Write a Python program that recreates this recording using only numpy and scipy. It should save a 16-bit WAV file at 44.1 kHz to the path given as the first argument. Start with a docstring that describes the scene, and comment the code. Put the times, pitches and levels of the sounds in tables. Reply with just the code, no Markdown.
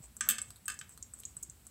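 """Rabbit at a water bottle

A rabbit drinks from the metal spout of a plastic bottle hung on its cage, close up in a quiet room.
Its tongue knocks the valve ball about, ringing spout and bottle; then it laps on with small wet clicks.
The cage thuds softly over a low room rumble, and the microphone's port rings near 8 kHz."""
import sys
import numpy as np
from scipy import signal
from scipy.fft import rfft, irfft
from scipy.io import wavfile

SR = 44100
rng = np.random.default_rng(int(sys.argv[2]) if len(sys.argv) > 2 else 0)


def store_pcm(level_fs):
    """Save levels as 16-bit WAV."""
    pcm = np.round(np.clip(level_fs, -1, 1) * 32767).astype(np.int16)
    wavfile.write(sys.argv[1], SR, np.atleast_2d(pcm).T)


N = 74970


def amp(db):
    """Turns decibels into gain."""
    return 10 ** (np.asarray(db) / 20)


def unit(x):
    """Scales a sound to an energy of 1."""
    return x / np.sqrt(np.sum(x ** 2) + 1e-20)


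def read(points, hz):
    """Reads a curve along a log-frequency axis."""
    point_hz, value = np.transpose(points)
    return np.interp(np.log(hz + 1), np.log(point_hz + 1), value)


def add(mix, start_s, sound):
    """Drops a sound into the mix at its start time."""
    part = mix[max(round(start_s * SR), 0):][:len(sound)]
    part += sound[:len(part)]


def colour(x, points, size=4096):
    """A minimum-phase EQ drawn through points of frequency in Hz and gain in dB."""
    log_gain = np.log(amp(read(points, abs(np.fft.fftfreq(size, 1 / SR)))))
    response = np.exp(np.conj(signal.hilbert(log_gain)))
    taps = np.fft.ifft(response).real[:size // 2]
    return signal.fftconvolve(x, taps)[:len(x)]


def dying(t, t60):
    """An envelope that falls 60 dB in t60 seconds."""
    return np.exp(-np.log(1000) * t / t60)


def swell(t, peak_s):
    """An envelope that rises to 1 at peak_s and dies away."""
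    return t / peak_s * np.exp(1 - t / peak_s)


def room_tone(level_db=-61):
    """A steady bed of room rumble with faint hiss."""
    # The bed's spectrum. Each row: frequency in Hz, relative level in dB.
    spectrum = [(20, -15), (38, -27), (56, 3), (85, -1), (130, -10), (230, -11.5), (350, -22.5),
                (700, -24.5), (1500, -26.5), (4000, -29), (8000, -34), (11000, -28.5), (15500, -29.5)]
    gain = amp(read(spectrum, np.fft.rfftfreq(N, 1 / SR)))
    noise = irfft(rfft(rng.standard_normal(N)) * gain, N)
    return amp(level_db) * unit(noise) * np.sqrt(N)


def cage_thuds(attack_s=0.0049, wires_struck_s=0.2884):
    """The cage gives a little under the rabbit's pushes, and a hard knock sets its wires ringing."""
    # Soft thuds of the cage. Each row: start in seconds, level in dB, pitch in Hz, t60 in seconds.
    pushes = [(.003, -32, 137, 0.027), (0.301, -43, 165, 0.056), (.385, -51, 119, 0.1),
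              (0.473, -50, 106.6, 0.22), (0.812, -46.5, 143, 0.078), (1.001, -43.5, 80.6, 0.079),
              (1.366, -43.5, 135, 0.064), (1.488, -42, 132, 0.049), (1.5, -48.5, 63.4, 0.058)]
    # The faint ring of the wires. Each row: pitch in Hz, level in dB, t60 in seconds.
    wire_modes = [(223.6, -53.5, 0.59), (462, -64.5, 0.57), (539, -62.5, 0.57), (720, -66, 0.91)]
    out, t = np.zeros(N), np.arange(SR // 2) / SR
    attack = 1 - np.exp(-t / attack_s)
    wires = [(wires_struck_s, db, hz, t60) for hz, db, t60 in wire_modes]
    for start_s, db, hz, t60 in pushes + wires:
        add(out, start_s, amp(db) * attack * dying(t, t60) * np.sin(2 * np.pi * hz * t))
    return out


def lip_crackle(clicks_per_s=1800, spread_db=2.5):
    """Wet lips give off dense, tiny clicks in spells that swell and fade."""
    # Spells of crackle. Each row: start in seconds, length in seconds, level in dB.
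    spells = [(0.015, 0.052, -62), (0.436, 0.11, -68.5), (0.548, 0.043, -74), (0.87, 0.1, -68.5),
              (1.117, 0.14, -70), (1.24, 0.11, -70.5), (1.362, 0.036, -69), (1.493, 0.015, -69),
              (1.639, 0.045, -72)]
    # The fizzy tone of the clicks. Each row: frequency in Hz, relative gain in dB.
    fizz_eq = [(1000, -8), (4000, -17), (7000, -5.5), (8000, -3), (10000, -23), (16000, -12.5)]
    envelope = np.zeros(N)
    for start_s, length_s, db in spells:
        add(envelope, start_s, amp(db) * np.sqrt(abs(np.hanning(round(length_s * SR)))))
    clicks = (rng.random(N) < clicks_per_s / SR) * rng.choice([-1, 1], N)
    accents = amp(spread_db * np.minimum(rng.exponential(1, N), 4))
    return envelope * unit(colour(clicks * accents, fizz_eq)) * np.sqrt(N)


def licks(glide_per_s=1.8, spray_width=0.23, grit_s=0.0017, pop_hz=1374, pop_peak_s=0.00042):
    """A water film snaps, a tiny bubble rings in a puff of spray and the mouth gives a lower pop."""
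    # Wet tongue clicks. Each row: start in seconds, bubble level in dB, bubble pitch in Hz,
    # bubble swell in seconds, snap level in dB, pop level in dB.
    tongue_clicks = [(0.1672, -57, 7870, 0.00046, -25, -53.5), (0.4173, -31, 8260, 0.00012, -41, -56),
                     (0.4168, -44.5, 10860, 0.0009, -54, -79), (0.5053, -44.5, 4400, 0.00017, -28, -49),
                     (0.5599, -53.5, 3970, 0.00047, -42, -60.5), (.5668, -50.5, 11700, 0.00022, -48, -63),
                     (0.6563, -46.5, 8390, 0.00093, -31, -57), (0.7417, -49, 7000, 0.0002, -33.5, -77),
                     (0.7905, -35, 6750, 0.00016, -32, -51.5), (0.7962, -48.5, 7260, .0003, -38, -64),
                     (0.8936, -53, 9400, 0.0003, -34.5, -55.5), (0.9763, -50, 3920, 0.00019, -31.5, -50.5),
                     (1.0264, -34, 6830, 0.0002, -34, -77), (1.137, -45.5, 8120, 0.00049, -33.5, -51.5),
                     (1.1892, -61, 11100, 0.00046, -36, -63), (1.198, -50.5, 7100, 0.00041, -40, -77),
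                     (1.2028, -39.5, 11760, 0.00015, -30, -80), (1.2354, -41, 3830, 0.00011, -32, -77),
                     (1.253, -32.5, 7080, 0.00028, -33, -65), (1.3676, -41.5, 8140, 0.00032, -32, -52),
                     (1.4271, -49, 12700, 0.0001, -34.5, -68), (1.4293, -38.5, 7900, 0.00026, -26, -71),
                     (1.4324, -38, 6700, 0.00028, -25, -77), (1.4985, -39, 7000, 0.00015, -40, -89),
                     (1.6678, -55.5, 9230, 0.00082, -29.5, -59)]
    # The tone of the snapping film. Each row: frequency in Hz, gain in dB.
    snap_eq = [(300, -4), (1500, -23.5), (3500, -20), (5200, -15), (6300, -1), (9000, -1), (12000, 1.5),
               (15500, -11)]
    out, t = np.zeros(N), np.arange(SR // 50) / SR
    freqs = np.fft.rfftfreq(len(t), 1 / SR)
    pop = swell(t, pop_peak_s) * np.sin(2 * np.pi * pop_hz * t)
    for start_s, bubble_db, hz, swell_s, snap_db, pop_db in tongue_clicks:
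        bubble = swell(t, swell_s) * np.sin(2 * np.pi * hz * (t + glide_per_s * t ** 2 / 2))
        spray_band = np.exp(-2 * ((freqs / hz - 1) / spray_width) ** 2)
        spray = irfft(rfft(rng.standard_normal(len(t))) * spray_band, len(t))
        spray *= swell(t, 3.8 * swell_s)  # the spray outlasts its bubble
        tone = unit(bubble)
        spray -= tone * (spray @ tone)  # leaves only the fizz around the tone
        spray = amp(-0.5) * np.linalg.norm(bubble) * unit(spray)
        grit = amp(-0.5) * unit(rng.standard_normal(len(t)) * np.exp(-t / grit_s))
        snap = colour((t == 0) + grit, snap_eq)  # one spike trailed by fine crumbs
        add(out, start_s, amp(bubble_db) * (bubble + spray) + amp(snap_db) * snap + amp(pop_db) * pop)
    return out


def ball_knocks(rise_cycles=1.1, detune=0.0089, favour_width=0.071,
                chatter_db=-12, tick_db=9.5, softening_s=0.00035):
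    """The valve ball lands and chatters, ringing spout and bottle. Returns close sound and room send."""
    # Landings of the ball. Each row: start in seconds, level in dB, chatter t60 in seconds,
    # contact time in seconds, favoured frequency in Hz, its boost in dB,
    # middle, treble and top EQ gains in dB, room send in dB.
    landings = [(0.2076, -5.5, 0.02, 0.0016, 6310, 7.7, -1, 0, -9, -0.5),
                (0.2885, -8.5, 0.038, 0.00023, 11700, 6.4, 6, 6.5, 16, 0),
                (0.2994, -10.5, .032, 0.00059, 1650, 4.9, 2, -1.5, 17, -2),
                (0.3065, -17.5, 0.02, .0004, 7350, 4, 11, -5, 5, -0.5),
                (0.3083, -13.5, .05, 0.00083, 9050, 4, 2, 7.5, 14.5, -4),
                (0.383, -11, 0.037, 0.00071, 3280, 7, 3.5, 0.5, -13, -4.5),
                (.681, -10, 0.019, 0.00039, 2650, 4.1, 0, 1, 0.5, 1),
                (0.699, -16.5, .038, .0007, 5050, 5.4, 5.5, 0.5, 0, -4),
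                (0.7177, -23, 0.028, 0.0013, 3500, 5.7, 0, 1, 0, -11),
                (0.8124, -17.5, 0.016, 0.00093, 3500, 9, 4, -7.5, -26, -5)]
    # The points of each knock's EQ in Hz: upper end of the flat range, middle, treble, top.
    eq_hz = [1600, 3500, 8000, 12000]
    # The ring of spout and bottle. Each row: pitch in Hz, relative level in dB, t60 in seconds.
    modes = [(1233, -29.5, 0.042), (1550, -24.5, 0.024), (1660, -26, 0.027), (1772, -29, 0.033),
             (2189, -49.5, 0.28), (2650, -26, 0.015), (3122, -34.5, 0.043), (3500, -28, 0.015),
             (4465, -36, 0.022), (5050, -29.5, 0.015), (5265, -45, 0.077), (6310, -28, 0.021),
             (6680, -29, 0.0097), (7350, -36.5, 0.0095), (7830, -38, 0.038), (8260, -36.5, 0.019),
             (8932, -37, .022), (11770, -25, .011), (12350, -46, .04), (14400, -31, 0.02),
             (15400, -31, .009)]
    # The tone of the chatter's crack. 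Each row: frequency in Hz, gain in dB.
    crack_eq = [(100, -18.5), (230, -14), (450, -21.5), (750, -27.5), (1000, -19.5), (1750, -2), (2200, -2),
                (3300, -2), (4150, -9), (5200, -10), (7200, -2), (9000, -1), (10300, -9), (12500, -12),
                (14600, -17), (16000, -11)]
    # The tone of the bright instant of contact. Each row: frequency in Hz, gain in dB.
    tick_eq = [(3000, -52), (8000, -8), (10000, -3), (16000, -6)]
    close, send, t = np.zeros(N), np.zeros(N), np.arange(SR // 5) / SR
    for start_s, db, chatter_t60, contact_s, favoured_hz, boost_db, *eq_db, send_db in landings:
        contact = 1 - np.exp(-t / contact_s)  # soft contacts build up slowly
        chatter = unit(rng.standard_normal(len(t)) * contact * dying(t, chatter_t60))
        ring = np.zeros(len(t))
        for hz, mode_db, t60 in modes:
            # Where the ball lands decides which modes ring most.
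            favour_db = boost_db * np.exp(-(np.log(hz / favoured_hz) / favour_width) ** 2)
            detuned_hz = hz * (1 + detune * rng.uniform(-1.4, 1))
            tone = np.sin(2 * np.pi * (detuned_hz * t + rng.random()))
            attack = 1 - np.exp(-t * hz / rise_cycles)
            ring += amp(mode_db + favour_db) * dying(t, t60) * attack * tone
        chatter_ring = amp(chatter_db) * signal.fftconvolve(chatter, ring)[:len(t)]
        body = colour(chatter, crack_eq) + contact * ring + chatter_ring
        body = colour(body, list(zip(eq_hz, [0, *eq_db])))
        tick_gain = amp(tick_db) * np.exp(-contact_s / softening_s)  # soft contacts lose their tick
        burst = unit(rng.standard_normal(len(t)) * np.exp(-t / contact_s))
        knock = amp(db) * (tick_gain * colour(burst, tick_eq) + body)
        add(close, start_s, knock)
        add(send, start_s, amp(send_db) * knock)
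    return close, send


def bottle_rub():
    """A brief, dull rub of plastic, as of the bottle shifting."""
    # The one rub: start in seconds, length in seconds, level in dB.
    rub_cue = (.252, 0.044, -51)
    # Its dull tone. Each row: frequency in Hz, relative gain in dB.
    rub_eq = [(300, -21), (850, -10.5), (1600, -3.5), (3000, -34), (9000, -31)]
    start_s, length_s, db = rub_cue
    out, n = np.zeros(N), round(length_s * SR)
    friction = unit(colour(rng.standard_normal(n), rub_eq)) * np.sqrt(n)
    add(out, start_s, amp(db) * np.hanning(n) * friction)
    return out


def early_reflections(x):
    """The sound bounces straight back off the cage and the bowl."""
    # The nearest bounces. Each row: delay in seconds, gain in dB.
    bounces = [(.0042, -8), (.0052, -21.5), (.0066, -20.5), (.0092, -17)]
    out = np.zeros(N)
    for delay_s, db in bounces:
        add(out, delay_s, amp(db) * x)
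    return out


def room_reverb(x, onset_s=0.0031):
    """The room answers with a diffuse tail that dies sooner in the treble."""
    # The room's decay. Each row: frequency in Hz, t60 in seconds.
    decay_times = [(200, 0.72), (1300, 0.18), (2100, 0.4), (3500, 0.22), (8000, 0.24), (15000, 0.089)]
    # The bass-heavy tone of the tail. Each row: frequency in Hz, gain in dB.
    tail_eq = [(200, 15.5), (800, 3), (1600, -3.5), (3500, -1), (8000, -6.5), (12000, -11.5), (16000, -9)]
    hz, t, noise_bands = signal.stft(rng.standard_normal(SR // 2), SR, nperseg=256)
    decay = dying(t, read(decay_times, hz)[:, None])
    decay /= np.linalg.norm(decay, axis=1, keepdims=True)  # equal energy in every band
    _, tail = signal.istft(noise_bands * decay, SR, nperseg=256)
    tail *= 1 - np.exp(-(np.arange(len(tail)) / SR / onset_s) ** 2)
    return signal.fftconvolve(x, colour(unit(tail), tail_eq))[:N]


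def scene():
    """Spout, mouth and bottle up close, mixed in mono with reflections, cage thuds and room tone."""
    spout, spout_send = ball_knocks()
    mouth = licks() + lip_crackle()
    close = spout + mouth + bottle_rub() + early_reflections(mouth + amp(-21) * spout)
    reverb = room_reverb(spout_send + amp(-6) * mouth)
    return (close + reverb + cage_thuds() + room_tone())[None]


def record(dry):
    """The microphone's port rings in the treble; the deepest bass and the very top are cut."""
    port_hz, port_width_hz, port_db = 7987, 614, 12.5
    low_cut_hz, high_cut_hz = 35.3, 15850
    b, a = signal.iirpeak(port_hz, port_hz / port_width_hz, SR)
    heard = dry + amp(port_db) * signal.lfilter(b, a, dry)
    low_cut = signal.butter(4, low_cut_hz, "high", fs=SR, output="sos")
    high_cut = signal.firwin(301, high_cut_hz, window=("kaiser", 9), fs=SR)
    return signal.oaconvolve(signal.sosfilt(low_cut, heard), high_cut[None], "same")


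dry = scene()
out = record(dry)
store_pcm(out)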